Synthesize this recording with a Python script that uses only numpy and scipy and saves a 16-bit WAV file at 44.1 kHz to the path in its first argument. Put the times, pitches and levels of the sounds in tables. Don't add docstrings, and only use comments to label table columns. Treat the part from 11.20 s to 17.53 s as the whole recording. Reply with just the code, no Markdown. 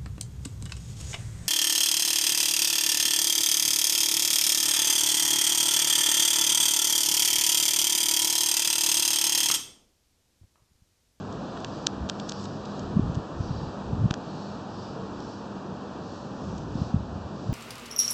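import sys
import numpy as np
from scipy import signal
from scipy.fft import rfft, irfft
from scipy.io import wavfile
from scipy.ndimage import uniform_filter1d

SR = 44100
rng = np.random.default_rng(int(sys.argv[2]) if len(sys.argv) > 2 else 0)


def persist_wave(psi):
    counts = np.round(np.clip(psi, -1, 1) * 32767).astype(np.int16)
    wavfile.write(sys.argv[1], SR, np.atleast_2d(counts).T)


N = 279153
TIME = np.arange(N) / SR


def undb(db):
    return 10 ** (np.asarray(db) / 20)


def unit(x):
    return x / np.sqrt(np.mean(x ** 2))


def drift(rate_hz):
    hold = int(SR / rate_hz)
    steps = np.repeat(rng.standard_normal(N // hold + 1), hold)
    return 1.285 * uniform_filter1d(uniform_filter1d(steps, hold), hold)[:N]


def coloured_noise(spectrum):
    hz, db = np.transpose(spectrum)
    bins_hz = np.fft.rfftfreq(N, 1 / SR)
    curve = undb(np.interp(np.log(bins_hz + 1), np.log(hz), db))
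    return unit(irfft(rfft(rng.standard_normal(N)) * curve, N))


def band(x, low_hz, high_hz, order=2):
    return signal.sosfilt(signal.butter(order, [low_hz, high_hz], "band", fs=SR, output="sos"), x)


def resonate(x, hz, width_hz):
    return signal.lfilter(*signal.iirpeak(hz, hz / width_hz, fs=SR), x)


def add(out, start_s, sound):
    i = max(int(start_s * SR), 0)
    out[i:i + len(sound)] += sound[:max(N - i, 0)]


def swell(middle_s, length_s):
    return np.exp(-2 * np.minimum(((TIME - middle_s) / length_s) ** 2, 20))


def ramp(start_s, end_s, growth_db, attack_db_per_s, release_db_per_s):
    held_s = np.clip(TIME, start_s, end_s)
    sustain_db = growth_db * ((held_s - start_s) / (end_s - start_s) - 0.5)
    attack_db = attack_db_per_s * np.maximum(held_s - TIME, 0)
    release_db = release_db_per_s * np.maximum(TIME - held_s, 0)
    return undb(sustain_db - attack_db - release_db)


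def outdoors(start_db=-35, fade_db_per_s=0.3949, crossover_hz=400):
    # frequency_hz, level_db
    wash_spectrum = [(20, -27), (50, -11.5), (100, -5), (150, 1.5), (280, -0.5), (400, -4.5), (700, -7),
                     (1150, -10.5), (1700, -18), (2500, -24), (3300, -27), (4700, -29.5), (6200, -35),
                     (8000, -41.5)]
    # pitch_hz, rms_db
    hum_partials = [(99.5, -52), (198.5, -44)]
    wash = coloured_noise(wash_spectrum)
    lows = signal.sosfiltfilt(signal.butter(2, crossover_hz, fs=SR, output="sos"), wash)
    hiss = wash - lows
    wavering = lows * undb(1.2 * drift(9)) + hiss * undb(0.4 * drift(9))
    hum = 0
    for pitch_hz, rms_db in hum_partials:
        phase = 2 * np.pi * np.cumsum(pitch_hz * (1 + 0.02 * drift(20))) / SR
        hum += undb(rms_db) * unit(np.sin(phase) * undb(4.4 * drift(18)))
    return wavering * undb(start_db - fade_db_per_s * TIME) + hum


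def wing_taps(scuff_t60_s=0.011, graze_count=3):
    # start_s, level_db, brightness_db_per_octave, lead_in_skid_s
    taps = [(.127, -38, 9, 0.0013), (0.3747, -25, -14, 0.0084), (.403, -36, 9, 0),
            (.4467, -13, -5.5, 0.0019), (0.669, -0.5, 3.5, 0.0038), (0.8979, -8, 0.5, 0.0082),
            (1.0, -20.5, -2.5, 0.003), (1.0952, -16, 8, .0045), (1.1207, -15, -2, 0),
            (1.256, -31, 6, 0.003), (1.4565, -33, -2, 0.0049), (1.595, -34, 14, 0.0014),
            (1.9532, -31, 3, 0.0075), (2.9095, -10, -6.5, 0.0045), (2.9404, -12, -6, 0.0007),
            (4.005, -37, 1, 0.0026), (5.382, -35, 9, 0.0033)]
    # pitch_hz, level_db, t60_s
    modes = [(1470, -7.5, 0.0039), (3380, 0, 0.0022), (6270, -2.5, 0.0013)]
    out, t = np.zeros(N), TIME[:1024]
    for start_s, level_db, brightness, skid_s in taps:
        tick = 0
        for k, (pitch_hz, mode_db, t60_s) in enumerate(modes):
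            ring = np.sin(2 * np.pi * pitch_hz * t) * undb(-60 * t / t60_s)
            tick += (-1) ** k * undb(mode_db + brightness * np.log2(pitch_hz)) * ring
        tick /= np.abs(tick).max()
        scuff = unit(band(rng.standard_normal(len(t)), 2000, 6500, order=1))
        scuff *= undb(-60 * t / scuff_t60_s)
        scuff_db = -28 + 0.41 * level_db
        graze_db = min(-18 + 0.31 * level_db, level_db)
        add(out, start_s, undb(level_db) * tick + undb(scuff_db) * scuff)
        grazes = rng.uniform(size=(graze_count, 2))
        if skid_s > 0:
            for k, (slip, force) in enumerate(grazes):
                lead_s = skid_s * (k + 1 - slip / 2) / graze_count
                add(out, start_s - lead_s, undb(graze_db) * (1 + force) / 2 * tick)
    return band(out, 900, 13000, order=1)


def wing_swishes(hiss_width_hz=2400, whistle_width_hz=95, spread=0.17, grain_db=3, whistle_count=6):
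    # middle_s, length_s, crest_rms_db, centre_hz, whistle_mix_db
    swishes = [(.3, 0.22, -57.5, 3930, 0), (0.57, 0.21, -54.5, 4630, -6), (1.16, 0.24, -51, 4820, 2),
               (1.54, .24, -55, 4100, -10), (2.245, 0.083, -56, 5370, 6), (2.379, .2, -53, 4440, 6),
               (3.218, 0.26, -53, 4420, -3), (3.634, 0.18, -53, 4750, 2), (4.092, 0.21, -55, 4830, -2),
               (4.94, 0.19, -55, 4700, -8), (5.297, 0.23, -58.5, 5600, -13), (5.626, .15, -53, 4460, -13),
               (6.256, 0.23, -57.5, 4700, -12)]
    out = np.zeros(N)
    grains = band(rng.standard_normal(N) * undb(grain_db * rng.standard_normal(N)), 2300, 7100)
    for middle_s, length_s, crest_rms_db, centre_hz, whistle_mix_db in swishes:
        hiss = resonate(grains, centre_hz, hiss_width_hz)
        offsets = np.linspace(-1, 1, whistle_count) ** 3
        offsets += 0.51 * rng.uniform(-1.1, 1, size=whistle_count)
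        whistles = sum(resonate(hiss, hz, whistle_width_hz) for hz in centre_hz * (1 + spread * offsets))
        swish = unit(unit(hiss) + undb(whistle_mix_db) * unit(whistles))
        out += undb(crest_rms_db) * swish * swell(middle_s, length_s)
    return out


def camera_handling(wobble_db=2.0):
    # middle_s, level_db, pitch_hz, half_width_cycles
    bumps = [(0.826, -24.5, 72, 1.1), (1.7716, -10.5, 180, 0.95), (1.796, -8, 205, 0.45),
             (1.824, -20, 95, 0.38), (1.9, -17.5, 141, 0.47), (1.975, -20.5, 150, 0.62),
             (2.206, -15.5, 99, 0.49), (2.312, -15.5, 128, 0.46), (2.734, -17, 143, 0.59),
             (2.815, -13, 125, 0.64), (2.843, -11.5, 125, 0.66), (2.859, -10.5, 155, 0.58),
             (2.911, -11.5, 141, 0.3), (5.556, -17, 165, 0.44), (5.619, -13, 142, .5),
             (5.745, -9, 161, 0.52), (5.765, -15, 99, 0.66), (6.296, -16, 120, 0.85)]
    # start_s, end_s, midway_rms_db, growth_db
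    grip_shifts = [(0.79, .85, -36.5, -1), (1.63, 1.753, -40.5, -9), (1.769, 1.98, -28, -9),
                   (2.17, 2.49, -36, 0.5), (2.602, 2.856, -32.5, 8), (5.23, 5.656, -36.5, 4),
                   (5.74, 6.06, -39, -2), (6.296, 6.33, -31, 10)]
    # frequency_hz, level_db
    rumble_spectrum = [(20, -25.5), (45, -5), (75, 1.5), (150, -1.5), (260, -8.5), (450, -21.5),
                       (1000, -59)]
    thumps, t = np.zeros(N), TIME[:4096] - TIME[2048]
    for middle_s, level_db, pitch_hz, half_width_cycles in bumps:
        envelope = np.exp(-(pitch_hz * t / half_width_cycles) ** 2)
        add(thumps, middle_s + t[0], undb(level_db) * np.sin(2 * np.pi * pitch_hz * t) * envelope)
    grip = np.max([undb(db) * ramp(start_s, end_s, growth_db, attack_db_per_s=348, release_db_per_s=397)
                   for start_s, end_s, db, growth_db in grip_shifts], axis=0)
    rumble = coloured_noise(rumble_spectrum) * grip * undb(wobble_db * drift(25))
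    return band(thumps, 35, 900, order=1) + rumble


def wing_scrapes(grain_db=6, grain_samples=16, growth_db=9, edge_db_per_s=900):
    # start_s, lift_off_s, midway_rms_db
    drags = [(1.078, 1.112, -52), (1.18, 1.244, -52)]
    friction = rng.standard_normal(N)
    catches = np.repeat(rng.standard_normal(N // grain_samples + 1), grain_samples)[:N]
    crackle = unit(band(friction * undb(grain_db * catches), 3200, 7500, order=1))
    envelope = sum(undb(db) * ramp(start_s, lift_off_s, growth_db, edge_db_per_s, edge_db_per_s)
                   for start_s, lift_off_s, db in drags)
    return crackle * envelope


def far_tones(half_width_hz=14):
    # middle_s, length_s, crest_rms_db, pitch_hz
    tones = [(3.778, 0.11, -40, 453.6), (4.92, 0.23, -47.5, 573)]
    out = np.zeros(N)
    for middle_s, length_s, crest_rms_db, pitch_hz in tones:
        tone = unit(band(rng.standard_normal(N), pitch_hz - half_width_hz, pitch_hz + half_width_hz))
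        out += undb(crest_rms_db) * tone * swell(middle_s, length_s)
    return out


def scene():
    moth = wing_taps() + wing_scrapes() + wing_swishes()
    return (moth + camera_handling() + outdoors() + far_tones())[None]


def record(dry):
    notch_hz, notch_width_hz = 2105, 1100
    top_hz, overload_top_hz = 7950, 16200
    ceiling = 0.85
    notched = signal.lfilter(*signal.iirnotch(notch_hz, notch_hz / notch_width_hz, fs=SR), dry)
    dulled = signal.sosfilt(signal.ellip(8, 0.3, 65, top_hz, fs=SR, output="sos"), notched)
    soft_clipped = dulled / (1 + (dulled / ceiling) ** 6) ** (1 / 6)
    return signal.sosfilt(signal.ellip(8, 0.3, 65, overload_top_hz, fs=SR, output="sos"), soft_clipped)


dry = scene()
out = record(dry)
persist_wave(out)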